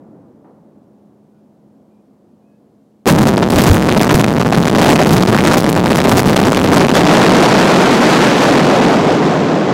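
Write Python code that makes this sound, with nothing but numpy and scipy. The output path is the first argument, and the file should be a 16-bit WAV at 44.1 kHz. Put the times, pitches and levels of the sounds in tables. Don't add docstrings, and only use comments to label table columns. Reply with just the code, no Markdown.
import sys
import numpy as np
from scipy import signal
from scipy.fft import rfft, irfft
from scipy.io import wavfile
from scipy.ndimage import uniform_filter1d

SR = 44100
rng = np.random.default_rng(int(sys.argv[2]) if len(sys.argv) > 2 else 0)


def store_wav(level_fs):
    pcm = np.round(np.clip(np.atleast_2d(level_fs), -1, 1) * 32767)
    wavfile.write(sys.argv[1], SR, pcm.T.astype(np.int16))


N = 429093
T = np.arange(N) / SR

# start_s, boom_db, crack_db
CHARGE_HITS = [(3.058, 4, -14), (3.066, 21, 5), (3.074, 24, 30.5), (3.104, 45.5, 26.5), (3.114, 37, 23),
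               (3.186, 43, 19.5), (3.214, 39.5, 25), (3.234, 40, 11), (3.27, 39.5, 20), (3.503, 25, 18),
               (3.544, 40, 25), (3.581, 42, 34), (3.599, 38.5, 26.5), (3.630, 32, 27), (3.67, 36.5, 27.5),
               (3.699, 44, 27), (3.705, 47.5, 38.5), (3.973, 31.5, 19), (4.013, 30.5, 21.5),
               (4.114, 35, 15.5), (4.141, 42, 29.5), (4.172, 39, 7), (4.193, 31, 19), (4.575, 40.5, 13),
               (5.07, 31, 16), (5.108, 43.5, 27.5), (5.140, 36.5, 28), (5.286, 44, -1), (5.53, 33, 24),
               (5.572, 31.5, 30), (5.601, 28, 13), (5.690, 29.5, 23), (5.954, 33, 23), (6.085, 35.5, 25),
               (6.125, 42.5, 26), (6.17, 28, 30.5), (6.192, 30, 25), (6.259, 39.5, 25.5)]
CRUSH_S, CRUSH_ATTACK_S = 3.25, 0.4


def undb(db):
    return 10 ** (np.asarray(db) / 20)


def colour(x, spectrum):
    hz, db = np.transpose(spectrum)
    bins_hz = np.maximum(np.arange(N // 2 + 1) * SR / N, 1)
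    curve = undb(np.interp(np.log(bins_hz), np.log(hz), db))
    shaped = irfft(rfft(x) * curve, N)
    return shaped / np.std(shaped)


def noise(spectrum):
    return colour(rng.standard_normal(N), spectrum)


def wander(rate_hz):
    hold = int(SR / rate_hz)
    steps = rng.standard_normal(2048)[np.arange(N) // hold % 2048]
    return 1.3 * uniform_filter1d(uniform_filter1d(steps, hold), hold)


def grains(per_s, spread_db):
    clicks = (rng.random(N) < per_s / SR) * rng.choice([-1, 1], N)
    clicks = clicks * undb(spread_db * np.clip(rng.standard_normal(N), -2, 2))
    return clicks / np.std(clicks)


def bursts(starts_s, levels_db, rise_s, t60_s):
    power = np.zeros(N)
    for start_s, level_db in zip(starts_s, levels_db):
        start = int(start_s * SR)
        age = T[:N - start]
        hit = undb(level_db - 60 * age / t60_s) * (1 - np.exp(-age / rise_s))
        power[start:] += hit ** 2
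    return np.sqrt(power)


def held(start_s, attack_s, end_s, release_db_per_s):
    attack = np.clip((T - start_s) / attack_s, 0, 1)
    return attack * undb(-release_db_per_s * np.maximum(T - end_s, 0))


def low_pass(x, hz, order):
    return signal.sosfilt(signal.butter(order, hz, fs=2 * SR, output="sos"), x)


def saturate(x, ceiling, knee):
    return x / (1 + np.abs(x / ceiling) ** knee) ** (1 / knee)


def town():
    # freq_hz, level_db
    traffic_spectrum = [(25, -0.5), (60, 13.5), (125, 4), (200, 0), (290, 1), (430, -7), (560, -7.5),
                        (750, -13.5), (1000, -19.5), (1500, -30.5), (2200, -40), (4000, -65), (16000, -77)]
    hiss_spectrum = [(500, 5), (3000, 9), (6000, 6.8), (15000, 5.5)]
    # pitch_hz, level_db
    engine_tones = [(209.9, -47.5), (274.5, -59.5)]
    floor, fading_swell = undb(-42.5), undb(-36 - 13 * T)
    traffic = noise(traffic_spectrum) * (floor + fading_swell) * undb(0.82 * wander(7.33))
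    engine = np.zeros(N)
    for pitch_hz, level_db in engine_tones:
        level = undb(level_db + 1.8 * wander(3.06))
        hz = pitch_hz + 0.64 * wander(4.4)
        engine += level * np.sin(2 * np.pi * np.cumsum(hz) / SR)
    thud = noise([(100, -2), (400, 1), (1000, -7), (2000, -29), (4000, -49), (9000, -70)])
    thud *= bursts(starts_s=[0.444], levels_db=[-39], rise_s=0.001, t60_s=0.54)
    return traffic + engine + thud + undb(-69) * noise(hiss_spectrum)


def birds():
    # start_s, length_s, start_hz, end_hz, level_db
    calls = [(1.24, .09, 1720, 1750, -81), (1.32, .09, 1460, 1440, -67), (1.3, .22, 2620, 2300, -82),
             (1.37, .13, 3300, 3180, -83), (1.85, .2, 2320, 2410, -74), (2.39, .22, 2360, 2600, -71),
             (2.46, .14, 1630, 1710, -72)]
    out = np.zeros(N)
    for start_s, length_s, start_hz, end_hz, level_db in calls:
        progress = np.clip((T - start_s) / length_s, 0, 1)
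        hz = start_hz + (end_hz - start_hz) * np.sqrt(progress) + 45 * wander(300)
        out += undb(level_db) * np.sin(np.pi * progress) * np.sin(2 * np.pi * np.cumsum(hz) / SR)
    return out


def blast_waves(starts_s, levels_db, push_s):
    out = np.zeros(N)
    age = T[:SR // 8] / push_s
    for start_s, level_db in zip(starts_s, levels_db):
        start = int(start_s * SR)
        out[start:start + len(age)] += undb(level_db) * (1 - age) * np.exp(-age)
    return out


def pressure_pushes():
    # start_s, level_db
    pushes = [(4.078, 33), (4.225, 31.5), (4.385, 32), (4.658, 33), (5.198, 34.5), (5.36, 36),
              (6.206, 35.5), (6.346, 35), (6.868, 35)]
    return blast_waves(*np.transpose(pushes), push_s=0.01967)


def charges():
    # freq_hz, level_db
    boom_spectrum = [(15, -8), (45, -2), (85, 0.5), (140, -8.5), (300, -20.5), (700, -46), (2000, -74),
                     (8000, -67)]
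    crack_spectrum = [(100, 5.5), (400, 5.5), (1000, -1), (2500, -10.5), (6000, -12.5), (10000, -15.5),
                      (16000, -16)]
    start_s, boom_db, crack_db = np.transpose(CHARGE_HITS)
    blasts = blast_waves(start_s, boom_db - 1, push_s=0.005)
    booms = noise(boom_spectrum) * bursts(start_s, boom_db, rise_s=0.0022, t60_s=0.138)
    cracks = colour(grains(per_s=6000, spread_db=7.5), crack_spectrum)
    cracks *= bursts(start_s, crack_db, rise_s=0.001, t60_s=0.094)
    return blasts + booms + cracks


def frame_breakup():
    # start_s, level_db
    breaks = [(3.309, 4), (3.371, 13), (3.417, 7), (3.839, 19), (3.882, 8), (3.924, 18.5), (4.216, 15.5),
              (4.523, 14), (4.674, 13), (5.023, 11), (5.215, 15), (5.377, -1), (5.419, 21), (5.469, 26),
              (5.745, 20), (5.905, 18), (6.038, 18), (6.36, 22), (6.397, 23), (6.465, 18), (6.536, 14),
              (6.628, 20.5), (6.72, 24.5), (6.762, 26), (6.947, 14.5), (6.976, 12), (8.76, -7), (8.841, -1)]
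    crush_db, growth_db_per_s = 4.5, 2
    crushing = undb(crush_db + growth_db_per_s * (T - CRUSH_S) + 1.65 * wander(25))
    crushing *= held(CRUSH_S, CRUSH_ATTACK_S, end_s=7.14, release_db_per_s=43)
    tearing = undb(22) * held(start_s=4.75, attack_s=0.088, end_s=4.92, release_db_per_s=300)
    snapping = bursts(*np.transpose(breaks), rise_s=0.00019, t60_s=0.11)
    return crushing + tearing + snapping


def rubble_pour():
    start_s, attack_s = 7.09, 0.25
    surge = undb(1.15 * wander(25))
    pour = undb(-0.5) * surge * held(start_s, attack_s, end_s=9, release_db_per_s=10.5)
    spray = undb(-8) * surge * held(start_s, attack_s, end_s=8.45, release_db_per_s=17.5)
    return pour, spray


def collapse():
    # freq_hz, level_db
    rumble_spectrum = [(12, -21.5), (30, -9), (55, 0.5), (80, -2), (130, -12.5), (250, -24), (600, -37),
                       (2000, -66.5)]
    rubble_spectrum = [(40, -2.5), (105, 3.5), (210, 3), (380, 0), (720, -5), (1250, -14), (2500, -23),
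                       (5000, -30.5), (7500, -36), (15000, -101)]
    grit_spectrum = [(300, -1.5), (1000, 3.5), (2000, -2.5), (5000, -10.5), (8000, -17.5), (15000, -30)]
    start_s, boom_db, _ = np.transpose(CHARGE_HITS)
    roll = bursts(start_s, boom_db - 14, rise_s=0.022, t60_s=0.76)
    debris = bursts(start_s, boom_db - 33, rise_s=0.006, t60_s=0.75)
    heave = undb(22 + 0.64 * wander(25))
    heave *= held(CRUSH_S, CRUSH_ATTACK_S, end_s=6.7, release_db_per_s=35)
    fragments = debris + frame_breakup()
    pour, spray = rubble_pour()
    rumble = noise(rumble_spectrum) * (np.hypot(roll, heave) + undb(-13) * pour)
    rubble = colour(grains(per_s=6000, spread_db=3), rubble_spectrum) * (fragments + pour)
    grit = colour(grains(per_s=8100, spread_db=0), grit_spectrum) * (undb(-14.5) * fragments + spray)
    return rumble + rubble + grit


def scene():
    return (town() + birds() + pressure_pushes() + charges() + collapse())[None]


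def mic_overload(pressure):
    stopped = saturate(pressure, ceiling=1, knee=4)
    give = undb(-37.5) * pressure
    swell = saturate(pressure - stopped, ceiling=undb(19), knee=3)
    hiss = undb(-52) * swell * rng.standard_normal(pressure.shape)
    return low_pass(stopped + give + hiss, hz=9200, order=1)


def blast_thump(pressure):
    excess = pressure - saturate(pressure, ceiling=undb(43.5), knee=8)
    return undb(-31) * low_pass(excess, hz=128, order=2)


def record(dry):
    wind_cut_hz, top_hz = 158, 15800
    pressure = signal.resample_poly(dry, 2, 1, axis=-1)
    wind_filter = signal.butter(4, wind_cut_hz, btype="high", fs=2 * SR, output="sos")
    snaps = undb(-3) * signal.sosfilt(wind_filter, mic_overload(pressure))
    clipped = saturate(snaps + blast_thump(pressure), ceiling=0.72, knee=4.2)
    out = signal.resample_poly(clipped, 1, 2, axis=-1)
    high_cut = signal.ellip(10, 0.1, 80, top_hz, fs=SR, output="sos")
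    return signal.sosfilt(high_cut, out)


dry = scene()
out = record(dry)
store_wav(out)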